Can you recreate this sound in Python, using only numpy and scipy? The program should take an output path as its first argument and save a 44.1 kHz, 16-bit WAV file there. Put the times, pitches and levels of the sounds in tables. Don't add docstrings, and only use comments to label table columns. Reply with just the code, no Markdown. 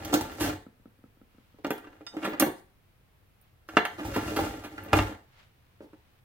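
import sys
import numpy as np
from scipy import signal
from scipy.fft import rfft, irfft
from scipy.io import wavfile

SR = 44100
rng = np.random.default_rng(int(sys.argv[2]) if len(sys.argv) > 2 else 0)


def inscribe(sig):
    pcm = np.round(np.clip(np.atleast_2d(sig).T, -1, 1) * 32767)
    wavfile.write(sys.argv[1], SR, pcm.astype(np.int16))


N = 275492

# frequency_hz, relative_level_db, t60_s
CABINET_MODES = [(45, -8, .15), (62, -4, .16), (80, -6, .12), (98, 0, .2), (125, -7, .12), (190, -9, .08)]
BOARD_MODES = [(235, -14.5, 0.027), (298.5, -2.5, 0.13), (312.8, 4, 0.16), (332, -3.5, 0.14),
               (370, -3, 0.076), (419.7, -1.5, 0.085), (478, -8, 0.082), (541.6, -4.5, 0.081)]
PANEL_MODES = [(620, 0, 0.028), (724.4, -2, 0.057), (801, -4, 0.044), (877, -4, 0.044), (1066, 0.5, 0.0067)]
HANDLE_MODES = [(1220, -3, .035), (1380, 0, .05), (1550, -3, .03), (1720, -3, .035), (1880, -6, .025),
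                (2030, -6, .025), (2200, -8, .02), (2430, -6, .03), (2740, -4, .03), (3300, -16, .015)]


def knocks():
    # start_s, board_db, handles_db, crack_db (before coupling)
    knock_events = [(0.049, -50.5, -42.5, -35), (0.139, -14, -20.5, -21.5), (0.21, -17, -36.5, -32.5),
                    (0.318, -33, -39, -55), (0.408, -17.5, -62, -34.5), (1.587, -37, -69, -70),
                    (1.646, -18, -25.5, -48.5), (1.667, -21.5, -53, -45.5), (1.706, -17, -24.5, -38),
                    (1.78, -49, -40, -57), (1.844, -56, -45.5, -79), (1.871, -37, -46.5, -75),
                    (1.928, -60.5, -52.5, -83), (2.009, -35, -61.5, -76), (2.068, -57, -40, -56),
                    (2.167, -24, -38.5, -54), (2.276, -19, -37, -58), (2.398, -24.5, -21.5, -20.5),
                    (2.408, -19, -26, -27.5), (2.423, -7.5, -19, -45), (3.688, -33.5, -35.5, -50.5),
                    (3.769, -11, -7.5, -54), (3.852, -63, -19.5, -43.5), (4.278, -37, -32, -46.5),
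                    (4.726, -52, -56.5, -61.5), (4.78, -40, -31.5, -56.5), (4.861, -32.5, -53, -58.5),
                    (4.931, -13, -13, -28.5), (4.988, -15, -15.5, -55), (5.806, -35, -54, -79),
                    (5.932, -38.5, -55.5, -77)]
    # start_s, cabinet_thud_db, panel_db (before coupling)
    jolt_events = [(0.132, -34, -21), (0.21, -32, -32), (0.41, -25, -46), (4.05, -24, -33),
                   (4.164, -35, -21.5), (4.389, -38, -21), (4.931, -11, -13.5), (4.988, -12.5, -20)]
    knock_decay_ms, jolt_decay_ms = 7.3, 4.4
    events = [(start_s, passed_on(*levels_db), knock_decay_ms) for start_s, *levels_db in knock_events]
    for start_s, thud_db, panel_db in jolt_events:
        gains = [from_db(thud_db), 0, from_db(panel_db), 0, 0, 0]
        events.append((start_s, gains, jolt_decay_ms))
    return contacts(events, blow)


def skids():
    # start_s, board_db, handles_db, crack_db (before coupling), swell_ms (time to the envelope's peak)
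    skid_events = [(0.124, -9, -25.5, -23.5, 16.4), (0.397, -21.5, -23.5, -24.5, 20.5),
                   (2.133, -26, -62, -57, 13), (2.224, -29.5, -28, -61, 11), (2.243, -18.5, -21, -37, 9),
                   (2.33, -26, -29.5, -62, 5.9), (2.459, -13, -34, -43, 8.0),
                   (3.979, -23.5, -31.5, -48, 15), (4.043, -34, -34.5, -38.5, 14),
                   (4.134, -49, -24, -34, 22), (4.159, -10.5, -31.5, -38, 5.6), (4.316, -23, -37, -55, 2.5),
                   (4.362, -18.5, -21.5, -30.5, 5.9), (4.386, -16, -27.5, -41, 5.3),
                   (4.635, -28, -32.5, -44, 12), (4.944, -13.5, -24.5, -36, 13), (5.815, -37, -61, -60, 15)]
    events = [(start_s, passed_on(*levels_db), swell_ms) for start_s, *levels_db, swell_ms in skid_events]
    return contacts(events, lambda noise, age, share: noise * age * np.exp(-age))


def blow(noise, age, share):
    return (age == 0) + share * noise * np.exp(-age)


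def passed_on(board_db, handles_db, crack_db):
    board, handles, crack = from_db([board_db, handles_db, crack_db])
    cabinet = board * from_db(-26.5)
    panel = board * from_db(-16) + handles * from_db(-10.5)
    sizzle = crack * from_db(-4.5)
    return [cabinet, board, panel, handles, crack, sizzle]


def contacts(events, shape):
    # coupling_db, chatter_share (relative to the first blow), left_right_db
    coupling = [(-9, 0.026, 1.5), (-14, 0.078, -1), (-2.5, 0.22, 1), (-3.5, 0.44, -2.5), (26.5, 0.45, -2.5),
                (26, 0.33, -3)]
    place_spread_ms = .07
    length = 4000
    coupling_db, share, pan_db = np.transpose(coupling)
    force = np.zeros((6, 2, N + length + 100))
    t_ms = 1000 * np.arange(length) / SR
    chatter = rng.standard_normal((len(events), 6, length))
    lags = rng.normal(0, place_spread_ms * SR / 1000, len(events))
    lags = np.clip(lags, -20, 20).round().astype(int)
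    for (start_s, gains, time_ms), noise, lag in zip(events, chatter, lags):
        burst = shape(noise, t_ms / max(time_ms, .3), share[:, None])
        burst = burst / np.sqrt(np.sum(burst ** 2, axis=1, keepdims=True))
        burst = (from_db(coupling_db) * gains)[:, None] * burst
        start = round(start_s * SR)
        force[:, 0, start + lag:start + lag + length] += burst
        force[:, 1, start:start + length] += burst
    force = force[..., :N] * from_db(pan_db[:, None, None] * [[.5], [-.5]])
    bodies = [CABINET_MODES, BOARD_MODES, PANEL_MODES, HANDLE_MODES]
    resonant = sum(body(drive, modes) for drive, modes in zip(force, bodies))
    return resonant + bright(*force[4:])


def bright(scrape, fine):
    return band(scrape, 2600, 6500) - band(fine, 7500, 17500)


def steel_touches():
    # start_s, relative_level_db, tilt_db_per_octave (about the middle mode)
    spoon_events = [(0.3185, -50, 0), (1.705, -30.5, 4), (1.7794, -48, -15), (2.1774, -56, -4.5),
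                    (2.294, -44.5, 0), (2.3977, -7.5, -8), (2.423, -24.5, -2.5), (3.4131, -53, 2),
                    (3.7708, -34, -6), (3.851, -31, -16), (4.058, -38, 3), (4.162, -36, -11),
                    (4.3171, -52, 3), (4.398, -38, 4), (4.645, -48, 4.5), (4.8363, -38, -1)]
    tong_events = [(2.0665, -36, -7)]
    # frequency_hz, relative_level_db, t60_s
    spoon_modes = [(6000, -25, .06), (9300, -13, .1), (9630, -6, .045), (11670, -10, .05),
                   (12650, -2, .045), (12840, -18, .08), (14050, -11, .05), (14500, -13, .06),
                   (14850, 0, .05), (15680, -5, .04)]
    tong_modes = [(2960, -2, .08), (3680, -4, .08), (4950, -2, .2), (5250, 0, .07), (6070, -3, .13),
                  (8090, -5, .3), (11730, -12, .08)]
    both = clinks(spoon_events, spoon_modes, offset_db=-11.5) + clinks(tong_events, tong_modes, offset_db=-11.5)
    return both * from_db([[-2.5], [2.5]])


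def clinks(events, modes, offset_db):
    start_s, level_db, tilt = np.array(events).T
    luck_db = rng.normal(0, 4, (len(modes), len(events)))
    middle = np.mean(np.log2([hz for hz, db, t60 in modes]))
    starts = np.round(start_s * SR).astype(int)
    out = np.zeros(N)
    for (hz, db, t60), own_db in zip(modes, luck_db):
        clicks = np.zeros(N)
        tilt_db = tilt * (np.log2(hz) - middle)
        clicks[starts] = from_db(level_db + db + offset_db + own_db + tilt_db)
        out += ring(clicks, hz, t60)
    return out


def slides():
    # time_s, wood_db, steel_db (before the layer gains)
    rubs = [
        [(0.0, -37, -63.5), (0.378, -46.5, -67.5), (0.458, -32, -51.5), (0.566, -48, -77.5), (0.64, -67, -88)],
        [(1.64, -51, -83), (2.114, -66, -96), (2.22, -43, -70), (2.396, -42, -88), (2.6, -67, -80)],
        [(3.68, -78, -79), (3.74, -44.5, -73.5), (3.868, -63, -81), (4.064, -42.5, -67), (4.238, -36.5, -61.5),
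         (4.345, -40.5, -62), (4.41, -32.5, -57.5), (4.69, -55, -77.5), (4.915, -43, -75), (4.97, -28, -50),
         (5.158, -52, -82.5), (5.25, -71, -94)],
    ]
    cabinet_levels = [-3.5, -24, -4]
    shared = judder(24, 2.2)
    board, steel = envelope(rubs, 1), envelope(rubs, 2)
    cabinet = sum(from_db(db) * envelope([rows], 1) for rows, db in zip(rubs, cabinet_levels))
    panel = from_db(-3) * board
    layers = [(cabinet, CABINET_MODES, .05), (board, BOARD_MODES, .12),
              (panel, PANEL_MODES + HANDLE_MODES, .8)]
    wood = 0
    for gain, modes, apart in layers:
        wood = wood + gain * spread(lambda: body(shared * grains(1500, 4.2), modes), apart)
    fine = shared * spread(lambda: grains(9000, 2.0), .7)
    hiss = bright(from_db(16.5) * steel * fine, from_db(9) * steel * fine)
    return wood + (hiss + rattles(steel)) * from_db([[-1.5], [1.5]])


def judder(rate_hz, depth_db):
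    settle = 8000
    r = np.exp(-2 * np.pi * rate_hz / SR)
    slow = signal.lfilter([1], [1, -2 * r, r * r], rng.standard_normal(N + settle))[settle:]
    return rms_one(from_db(depth_db * rms_one(slow)))


def rattles(shaking):
    touches = shaking * grains(120, 2.5)
    pitches_hz = np.geomspace(4000, 15500, 28)
    dealt = rng.integers(0, 28, N)
    rings = sum(ring(touches * (dealt == k), hz, .04) for k, hz in enumerate(pitches_hz))
    return from_db(-22.5) * rings


def rocking(count=6):
    # frequency_hz, relative_level_db, t60_s
    tap_modes = [(248, 15, 0.033), (307, -8, 0.14), (463, -0.5, 0.057), (1304, -2.5, 0.029)]
    start_s, first_period_s, back_after_s = .666, .191, .132
    speedup = .958
    strong_db, loss_per_swing_db, back_db = -48.5, 2.2, -64.5
    swing = np.arange(count)
    tap_s = start_s + first_period_s * (1 - speedup ** swing) / (1 - speedup)
    taps = np.zeros(N)
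    taps[(tap_s * SR).astype(int)] = from_db(strong_db - loss_per_swing_db * swing)
    taps[((tap_s[:-2] + back_after_s) * SR).astype(int)] = from_db(back_db)
    return body(taps, tap_modes)


def rustle():
    # time_s, level_db
    movements = [
        [(1.2, -94), (1.33, -72.5), (1.64, -72.5)],
        [(3.35, -91), (3.446, -73), (3.5, -76)],
        [(5.25, -76), (5.4, -59), (5.518, -75), (6.2, -72)],
    ]
    cloth = np.array([grains(9000, 4.5), grains(11000, 2.6)])
    return envelope(movements, 1) * rms_one(band(cloth, 440, 3300))


def kitchen(x):
    # frequency_hz, t60_s, level_db, left_right_likeness
    room = [(100, .3, -6, .97), (300, .33, -2, .95), (1000, .35, 0, .1), (3000, .33, 0, .1),
            (8000, .3, -2, .05), (15000, .25, -2, .05)]
    t = np.arange(SR // 2) / SR
    noise = likeness_pair(rng.standard_normal((2, len(t))), room, 3)
    build_up = np.minimum(t / 0.00073, 1)
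    tail = 0
    for low_hz in 40 * 2. ** np.arange(9):
        middle_hz = low_hz * np.sqrt(2)
        decay = from_db(-60 * t / at_hz(room, middle_hz)) * build_up
        decay = decay / np.sqrt(np.sum(decay ** 2))
        octave = band(noise, low_hz, min(2 * low_hz, .45 * SR))
        tail = tail + octave * decay * from_db(at_hz(room, middle_hz, 2))
    return signal.fftconvolve(x[None], tail, axes=1)[:, :N]


def air():
    # frequency_hz, relative_level_db
    air_spectrum = [(12, -36.5), (20, -2), (22, -20), (38, -9), (65, -14.5), (79, -8.5), (101, -8),
                    (130, -9.5), (146, -15), (248, -23), (558, -26.5), (849, -28), (2530, -32),
                    (7110, -45.5), (16000, -38.5)]
    # frequency_hz, left_right_likeness (below 0 counts as 0)
    air_likeness = [(60, 1), (240, 0.5), (950, 0.06), (3770, -0.08), (15000, -1)]
    pair = likeness_pair(rng.standard_normal((2, N)), air_likeness, 1)
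    return from_db(-63) * rms_one(colour(pair, air_spectrum))


def likeness_pair(noise, points, column):
    hz = np.maximum(np.fft.rfftfreq(noise.shape[1], 1 / SR), 1)
    alike = np.clip(at_hz(points, hz, column), 0, 1)
    mid, side = rfft(noise)
    pair = np.sqrt(1 + alike) * mid + np.sqrt(1 - alike) * side * [[1], [-1]]
    return irfft(pair, noise.shape[1])


def spread(make, apart):
    middle = rms_one(make())
    difference = rms_one(make()) * [[1], [-1]]
    return rms_one(middle + apart * difference)


def grains(per_s, spread_db):
    sizes = from_db(spread_db * np.minimum(rng.exponential(1, N), 5))
    signs = rng.choice([-1, 1], N)
    return rms_one(sizes * signs * (rng.random(N) < per_s / SR))


def body(x, modes):
    rings = sum(from_db(db) * ring(x, hz, t60) for hz, db, t60 in modes)
    radiation = signal.butter(2, 0.82 * modes[0][0], "high", fs=SR, output="sos")
    return signal.sosfilt(radiation, rings)


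def ring(x, hz, t60):
    r = from_db(-60 / (t60 * SR))
    w = 2 * np.pi * hz / SR
    return signal.lfilter([0, np.sin(w)], [1, -2 * r * np.cos(w), r * r], x + 1e-18)


def band(x, low_hz, high_hz):
    return signal.sosfilt(signal.butter(2, [low_hz, high_hz], "band", fs=SR, output="sos"), x)


def colour(x, points):
    hz = np.maximum(np.fft.rfftfreq(N, 1 / SR), 1)
    return irfft(rfft(x) * from_db(at_hz(points, hz)), N)


def at_hz(points, hz, column=1):
    points = np.array(points)
    return np.interp(np.log(hz), np.log(points[:, 0]), points[:, column])


def envelope(tables, column):
    t, out = np.arange(N) / SR, np.zeros(N)
    for rows in tables:
        rows = np.array(rows)
        out += from_db(np.interp(t, rows[:, 0], rows[:, column], left=-200, right=-200))
    return out


def from_db(db):
    return 10 ** (np.asarray(db) / 20)


def rms_one(x):
    return x / np.sqrt(np.mean(x ** 2) + 1e-20)


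def scene():
    left_lag_s = 0.09 / 1000
    near = knocks() + skids() + rocking() + steel_touches() + slides()
    near = signal.sosfilt(signal.butter(4, 52, "high", fs=SR, output="sos"), near)
    wet = kitchen(near.mean(0))
    hz = np.fft.rfftfreq(N, 1 / SR)
    near[0] = irfft(rfft(near[0]) * np.exp(-2j * np.pi * hz * left_lag_s), N)
    return near + wet + rustle() + air()


def record(dry):
    return signal.sosfilt(signal.cheby2(12, 60, 16900, fs=SR, output="sos"), dry)


dry = scene()
out = record(dry)
inscribe(out)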